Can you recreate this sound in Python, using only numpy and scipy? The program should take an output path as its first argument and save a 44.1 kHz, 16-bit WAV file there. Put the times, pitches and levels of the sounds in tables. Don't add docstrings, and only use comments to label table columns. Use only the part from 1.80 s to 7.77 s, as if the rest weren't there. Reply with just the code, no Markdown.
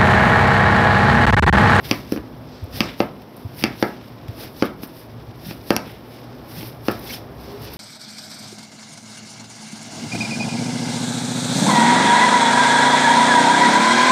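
import sys
import numpy as np
from scipy import signal
from scipy.fft import rfft, irfft
from scipy.io import wavfile
from scipy.ndimage import uniform_filter1d

SR = 44100
rng = np.random.default_rng(int(sys.argv[2]) if len(sys.argv) > 2 else 0)


def generate_wav(sig):
    pcm = np.round(np.clip(np.atleast_2d(sig).T, -1, 1) * 32767).astype(np.int16)
    wavfile.write(sys.argv[1], SR, pcm)


def volts_from_db(level):
    exponent = np.asarray(level, float) / 20
    return 10 ** exponent


N = 263277


def evened(x):
    return x / np.sqrt(np.mean(x ** 2) + 1e-20)


def peaked(x):
    return x / np.abs(x).max()


def read(points, hz):
    f, value = np.transpose(points)
    return np.interp(np.log(hz + 1), np.log(f + 1), value)


def add(mix, start_s, sound):
    part = mix[round(start_s * SR):][:len(sound)]
    part += sound[:len(part)]


def coloured(x, points):
    hz = np.fft.rfftfreq(len(x), 1 / SR)
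    inside = (hz > points[0][0]) & (hz < points[-1][0])
    return evened(irfft(rfft(x) * volts_from_db(read(points, hz)) * inside, len(x)))


def ring(modes, detune, rise_s):
    t = np.arange(6000) / SR
    tones = np.zeros(6000)
    for k, (hz, db, t60_s) in enumerate(modes):
        tones += (-1) ** k * volts_from_db(db - 60 * t / t60_s) * np.sin(2 * np.pi * hz * detune[k] * t)
    return tones * (1 - np.exp(-t / rise_s))


def push(hz, turns):
    u = np.arange(6000) / SR * hz - 0.75
    width = np.where(u < 0, 0.55, turns)
    return np.cos(2 * np.pi * u) * np.exp(-(u / width) ** 2)


def strokes(rows, rest_db, part_db):
    stroke_db = 20
    t = np.arange(0, N / SR + 0.01, 0.001)
    power = volts_from_db(2 * rest_db) * np.ones(len(t))
    for (peak_s, rise_s, fall_s, db, *_), part in zip(rows, part_db * np.ones(len(rows))):
        away = np.maximum((peak_s - t) / rise_s, (t - peak_s) / fall_s)
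        power += volts_from_db(2 * (db + part - stroke_db * away))
    return np.interp(np.arange(N) / SR, t, np.sqrt(power))


# (frequency [Hz], level [dB])
DRONE_SPECTRUM = [(100, -72), (150, -7.5), (250, 1), (400, -3.5), (700, -7), (1100, -12), (1600, -20),
                  (2500, -27.5)]
RUMBLE_SPECTRUM = [(20, -21), (40, -15), (62, -5), (85, -13), (115, -5.5), (150, -7.5), (220, -55)]
# (time [s], pitch [Hz], level [dB])
ENGINE_LINES = [
    [(0, 112.8, -47), (.6, 112, -46), (1.4, 110.8, -53.5), (2.3, 115.6, -47.5), (3.1, 108.1, -59),
     (3.35, 113.2, -41), (3.6, 115, -52.5), (4.1, 112.9, -44), (4.5, 120.2, -45), (5, 119.5, -42.5),
     (5.4, 115, -51), (5.97, 115.3, -44)],
    [(4.5, 65, -58), (5.1, 64.3, -55), (5.5, 64.7, -46), (5.97, 65.14, -44)],
    [(0, 250, -55), (.5, 254.7, -45), (1.5, 251, -54), (2.4, 250.3, -49.5), (3.2, 240.6, -54),
     (4.3, 248.3, -48), (5.3, 238.3, -56), (5.97, 239.7, -52)],
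    [(5.4, 398, -57), (5.65, 397, -48.5), (5.85, 416, -40), (5.97, 416, -57)],
]
# (peak time [s], rise [s], fall [s], level [dB], boom re level [dB])
LEANS = [(.11, 0.3, 0.27, -35, -4), (.61, 0.89, 0.48, -41.5, -5), (0.972, 0.19, 0.25, -33.5, -14),
         (1.06, 0.21, 0.092, -36.5, 4.5), (1.3, .5, 0.11, -40, -6), (1.84, .2, 0.22, -33, -8.5),
         (2.56, 1, 1.3, -42.5, -4), (2.64, 0.1, 0.072, -47.5, 12), (3.6, 1, 1.2, -41, -18),
         (4.04, 0.13, 0.27, -49.5, 5.5), (4.47, 0.13, 0.15, -52, 10), (4.7, 0.68, 1.4, -41.5, -0.5),
         (5.12, 0.15, 0.23, -38, -24), (5.24, 0.22, 0.47, -46, 7.5), (5.49, 0.79, 0.87, -42, -2),
         (5.721, .4, 0.54, -48.5, 8.5), (5.97, 0.8, .5, -40.5, -2.5)]
DRONE_REST_DB, RUMBLE_REST_DB = -42.5, -53


def street():
    drone = strokes(LEANS, DRONE_REST_DB, np.transpose(LEANS)[-1])
    rumble = strokes(LEANS, RUMBLE_REST_DB, 0)
    t = np.arange(N) / SR
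    noise = rng.standard_normal(N)
    out = drone * coloured(noise, DRONE_SPECTRUM) + rumble * coloured(noise, RUMBLE_SPECTRUM)
    for rows in ENGINE_LINES:
        s, hz, db = np.transpose(rows)
        waver_db = 3.94 * evened(uniform_filter1d(rng.standard_normal(N), 3000))
        fade = np.clip((t - s[0]) / 0.23, 0, 1)
        line = np.sqrt(2) * np.sin(2 * np.pi * np.cumsum(np.interp(t, s, hz)) / SR)
        out += fade * volts_from_db(np.interp(t, s, db) - 1.0 + waver_db) * line
    return out


# (delay [s], level [dB])
FLUTTER_ECHOES = [(.0036, -11), (.0092, -10), (.0176, -14), (.0258, -18), (.0345, -22)]
# (frequency [Hz], t60 [s])
KITCHEN_DECAY = [(150, 0.92), (400, 0.33), (1040, 0.3), (2000, 0.3), (3000, 0.079), (7280, 0.29),
                 (14000, 0.61)]
# (frequency [Hz], level [dB])
WALL_SPECTRUM = [(100, -14), (400, -10), (800, -2), (1500, 0), (2600, -6), (5000, -12), (9000, -24),
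                 (16000, -30)]


def kitchen(x, tail_db):
    out = x.copy()
    dull = signal.sosfilt(signal.butter(1, 2000, fs=SR, output="sos"), x)
    for delay_s, db in FLUTTER_ECHOES:
        add(out, delay_s, volts_from_db(db) * dull)
    for k in range(3):
        taps = np.zeros(SR // 2)
        at = np.arange(200, SR // 2 - 20, 20)
        taps[at + rng.integers(0, 20, len(at))] = rng.choice([-1., 1.], len(at))
        hz, t, z = signal.stft(taps, SR, nperseg=256)
        tail_shape_db = read(WALL_SPECTRUM, hz)[:, None] - 60 * t / read(KITCHEN_DECAY, hz)[:, None]
        tail = signal.istft(z * volts_from_db(tail_shape_db), SR, nperseg=256)[1]
        share = np.sqrt(2 / 3) * np.cos(np.pi * (np.arange(N) / SR * 0.7 + k / 3))
        out += volts_from_db(tail_db) * signal.fftconvolve(x * share, tail / np.linalg.norm(tail))[:N]
    return out


# (time [s], peak level [dB], pitch [Hz])
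THUDS = [(0.057, -29, 70.0), (0.376, -25.5, 62.5), (0.823, -16.5, 90), (0.936, -22, 114), (1.646, -16, 103),
         (2.484, -16.5, 104), (3.48, -23, 114), (3.663, -21.5, 172.3), (3.683, -21, 163),
         (4.779, -22.5, 170)]


def thuds():
    out = np.zeros(N)
    for s, db, hz in THUDS:
        hum = ring([(hz, -12, 0.15)], [1], rise_s=0.013)
        add(out, s, volts_from_db(db - 4.0) * (push(hz, turns=2.0) + hum))
    return out


def grit(per_s, spread_db, wash):
    clicks = volts_from_db(spread_db * np.minimum(rng.exponential(1, N), 5)) * (rng.random(N) < per_s / SR)
    clicks *= rng.choice([-1., 1.], N)
    flicker = evened(uniform_filter1d(rng.standard_normal(N), 500))
    return (evened(clicks) + wash * rng.standard_normal(N)) * volts_from_db(1.37 * flicker)


# (frequency [Hz], level [dB])
RASP_SPECTRUM = [(700, -70), (1400, -1), (2200, 1), (2800, 0.5), (3400, -0.5), (4000, -9), (5000, -50)]
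HISS_SPECTRUM = [(3400, -9), (4300, -2), (5300, 2), (6000, -7), (6700, -19.5), (7700, -18.5), (8800, -17.5)]
FIZZ_SPECTRUM = [(7000, -76), (8600, -9), (10200, -3.5), (12500, 1.5), (14200, 1), (15600, -4.5),
                 (16000, -34)]
# (peak time [s], rise [s], fall [s], level [dB])
SLICES = [(.05, 0.025, 0.22, -41.5), (.12, 0.13, 0.098, -43.5), (.329, 0.056, 0.076, -43.5),
          (.963, 0.057, .16, -40), (1.2, 0.033, .07, -42.5), (1.422, 0.019, 0.018, -53),
          (1.57, 0.024, 0.27, -55), (2.28, 0.084, 0.087, -56.5), (1.801, 0.074, 0.11, -39.5),
          (2.02, .09, 0.13, -42), (2.625, .09, 0.074, -41), (2.79, 0.13, .1, -48),
          (2.86, 0.11, 0.054, -46.5), (3.038, .04, 0.051, -43), (3.188, 0.15, .1, -49),
          (3.652, 0.037, 0.24, -46), (3.702, 0.13, 0.06, -43), (3.891, 0.073, .16, -44),
          (4.111, .15, 0.1, -52), (4.345, 0.21, 0.22, -56.5), (4.7, .04, .3, -49), (4.784, 0.13, 0.15, -42),
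          (4.874, .2, 0.083, -45.5), (5.068, 0.062, 0.16, -43), (5.26, 0.074, .2, -48),
          (5.343, 0.2, .06, -38), (5.617, .1, .5, -53.5), (5.847, .07, .06, -43.5),
          (5.941, 0.052, 0.1, -43)]
# (peak time [s], rise [s], fall [s], level [dB], blade hiss re level [dB])
DRAGS = [(.05, 0.04, .2, -41, -6), (.13, .1, 0.27, -44, -1), (.758, 0.18, .25, -53, 2),
         (.963, 0.043, 0.11, -39.5, 0), (1.02, 0.071, .15, -47, 9.5), (1.093, 0.08, 0.089, -36.5, -14),
         (1.217, 0.034, 0.1, -39.5, -14), (1.62, 0.13, .15, -67, 0), (1.87, 0.11, 0.18, -41.5, -5.5),
         (2.08, 0.11, 0.44, -49, -4.5), (2.652, 0.2, 0.077, -45.5, -2), (2.809, 0.067, 0.1, -53, 9.5),
         (2.863, 0.06, 0.054, -39, -11), (3.507, 0.22, .1, -64, 5), (3.702, 0.11, 0.1, -45.5, -3),
         (3.94, 0.11, 0.18, -58.5, 17), (4.08, 0.14, 0.21, -46.5, -17), (4.345, 0.056, .5, -52.5, -1),
         (4.79, 0.17, 0.14, -50, -5.5), (5.118, 0.05, 0.14, -43.5, -2), (5.343, 0.14, 0.085, -40, 0),
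         (5.65, 0.16, 0.81, -53.5, 1.5), (5.87, 0.13, 0.19, -45.5, 0), (5.97, .1, .1, -50, -12)]
REST_RASP_DB, REST_HISS_DB, REST_FIZZ_DB = -57.5, -61, -63.5
SLICE_RASP_DB, SLICE_HISS_DB, DRAG_FIZZ_DB = -4.5, -2, -26


def slide():
    both, wet, dry = SLICES + DRAGS, np.ones(len(SLICES)), np.ones(len(DRAGS))
    rasp = strokes(both, REST_RASP_DB, np.r_[SLICE_RASP_DB * wet, 0 * dry])
    hiss = strokes(both, REST_HISS_DB, np.r_[SLICE_HISS_DB * wet, np.transpose(DRAGS)[-1]])
    fizz = strokes(both, REST_FIZZ_DB, np.r_[0 * wet, DRAG_FIZZ_DB * dry])
    tearing = grit(per_s=2500, spread_db=3.4, wash=1.6)
    juice = grit(per_s=4900, spread_db=1.5, wash=2.2)
    out = rasp * coloured(tearing, RASP_SPECTRUM) + hiss * coloured(tearing, HISS_SPECTRUM)
    return out + fizz * coloured(juice, FIZZ_SPECTRUM)


# (time [s], pitch [Hz], length [s], level [dB])
SQUEAKS = [(4.81, 3300, 0.0094, -41), (5.262, 3350, .03, -41), (5.266, 5550, 0.033, -42),
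           (5.29, 2210, 0.031, -34), (5.292, 4200, 0.018, -37.5), (5.305, 5900, 0.017, -40),
           (5.317, 3100, 0.039, -37.5), (5.326, 5220, 0.041, -35)]


def squeak():
    out = np.zeros(N)
    for (s, hz, length_s, db), noise in zip(SQUEAKS, rng.standard_normal((len(SQUEAKS), 4096))):
        resonance = signal.iirpeak(hz, hz / 120, SR)
        whistle = evened(signal.lfilter(*resonance, noise))[-round(length_s * SR):]
        add(out, s, volts_from_db(db) * whistle * np.hanning(len(whistle)))
    return out


# (time [s], peak level of the highs [dB], lower part re highs [dB])
SNAPS = [(0.8405, -39, -19), (1.5668, -35, -18), (2.4823, -41, 8.5), (2.5092, -43, -5), (2.8539, -34, -10),
         (3.0754, -37, -22), (3.9277, -30, -16), (4.1854, -62, 11), (4.4294, -64, 7), (5.113, -27, 0),
         (5.1936, -33, -22), (5.3374, -44.5, -6), (5.6057, -48, -4), (5.8198, -36, -14),
         (5.937, -28.5, -10)]


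def snaps():
    out = np.zeros(N)
    fade = np.exp(-np.arange(1024) / SR / 0.0059)
    for (s, db, lower_db), noise in zip(SNAPS, rng.standard_normal((len(SNAPS), 1024))):
        high = peaked(coloured(noise, FIZZ_SPECTRUM) * fade)
        lower = peaked((coloured(noise, HISS_SPECTRUM) + coloured(noise, RASP_SPECTRUM)) * fade)
        add(out, s, volts_from_db(db) * (high + volts_from_db(lower_db) * lower))
    return out


# (time [s], edge crack [dB], board [dB], push [dB], tick [dB])
KNOCKS = [(0.1119, -7.5, -17.5, -12, -18), (0.3215, -27, -31.5, -10.5, -28), (0.3611, -50, -30.5, -22, -58),
          (0.3743, -35, -31.5, -22.5, -53), (1.0054, -6, -18.5, -14.5, -21.5),
          (1.2029, -20, -14, -8.5, -60), (1.8254, -25, -40, -29, -49), (1.8387, -7, -16.5, -12.5, -19),
          (2.0256, -19, -13, -9, -27.5), (2.8233, -20.5, -14.5, -6.5, -30), (3.033, -33, -35, -27, -35),
          (3.7097, -33, -32, -27, -46), (3.905, -12, -13, -6, -17), (3.9644, -13.5, -22.5, -20.5, -10.5),
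          (4.8089, -31.5, -50, -38, -44), (4.8294, -33, -36.5, -28.5, -51),
          (5.0834, -18, -15.5, -10.5, -41)]
# (frequency [Hz], level [dB], t60 [s])
BOARD_MODES = [(519, 4, 0.017), (762, 13.5, 0.0075), (1286, 7.5, 0.01), (1677, 4.5, 0.008),
               (2144, -3.5, 0.011)]
EDGE_MODES = [(2260, -4.5, 0.013), (2600, -3, 0.015), (3130, 7.5, 0.0031), (4614, -4.5, 0.012),
              (5240, -2.5, 0.0071)]
HOLLOW_MODES = [(115, -35.5, 0.051), (213.2, -21.5, 0.25), (360, 4, 0.013), (481, -43, 0.24)]
# (frequency [Hz], level [dB])
CRUSH_SPECTRUM = [(400, -12), (800, -1), (1500, -2), (2500, -6), (4000, -10), (6000, -15), (7000, -35)]
TICK_SPECTRUM = [(5500, 18.5), (6500, -16), (8000, -14), (10000, 0), (12000, 4), (14500, -3), (16500, -28)]
PUSH_HZ, PUSH_HZ_PER_DB = 335.7, 2.77
EDGE_FIRST_HZ_PER_DB = 8.5
DETUNE = 0.015


def knocks():
    out = np.zeros(N)
    t = np.arange(6000) / SR
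    detunes = rng.uniform(1 - DETUNE, 1 + DETUNE, (len(KNOCKS), 11))
    noises = rng.standard_normal((len(KNOCKS), 6000))
    for (s, edge_db, board_db, push_db, tick_db), detune, noise in zip(KNOCKS, detunes, noises):
        hz = PUSH_HZ + PUSH_HZ_PER_DB * push_db - EDGE_FIRST_HZ_PER_DB * max(edge_db - push_db, 0)
        low = push(hz, turns=0.54) + ring(HOLLOW_MODES, np.ones(4), rise_s=0.01)
        crush = coloured(noise, CRUSH_SPECTRUM) * (1 - np.exp(-t / 0.0006)) * np.exp(-t / 0.002)
        board = peaked(peaked(ring(BOARD_MODES, detune, rise_s=0.0008)) + 0.5 * peaked(crush))
        edge = peaked(ring(EDGE_MODES, detune[5:], rise_s=0.0004))
        tick = peaked(coloured(noise, TICK_SPECTRUM) * (1 - np.exp(-t / 0.0003)) * np.exp(-t / 0.001))
        blow = volts_from_db(edge_db) * edge + volts_from_db(board_db + 3.5) * board
        blow += volts_from_db(push_db) * low + volts_from_db(tick_db) * tick
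        add(out, s, volts_from_db(5.0) * blow)
    return out


def scene():
    blows = knocks() + snaps()
    room = kitchen(blows, tail_db=-12)
    return (room + thuds() + slide() + squeak() + street())[None]


def band_limit(x):
    return signal.sosfilt(signal.butter(12, 16650, fs=SR, output="sos"), x)


def record(dry):
    thin = signal.sosfilt(signal.butter(2, 55, "high", fs=SR, output="sos"), dry)
    limited = thin / (1 + np.abs(thin) ** 6) ** (1 / 6)
    return band_limit(limited)


dry = scene()
out = record(dry)
generate_wav(out)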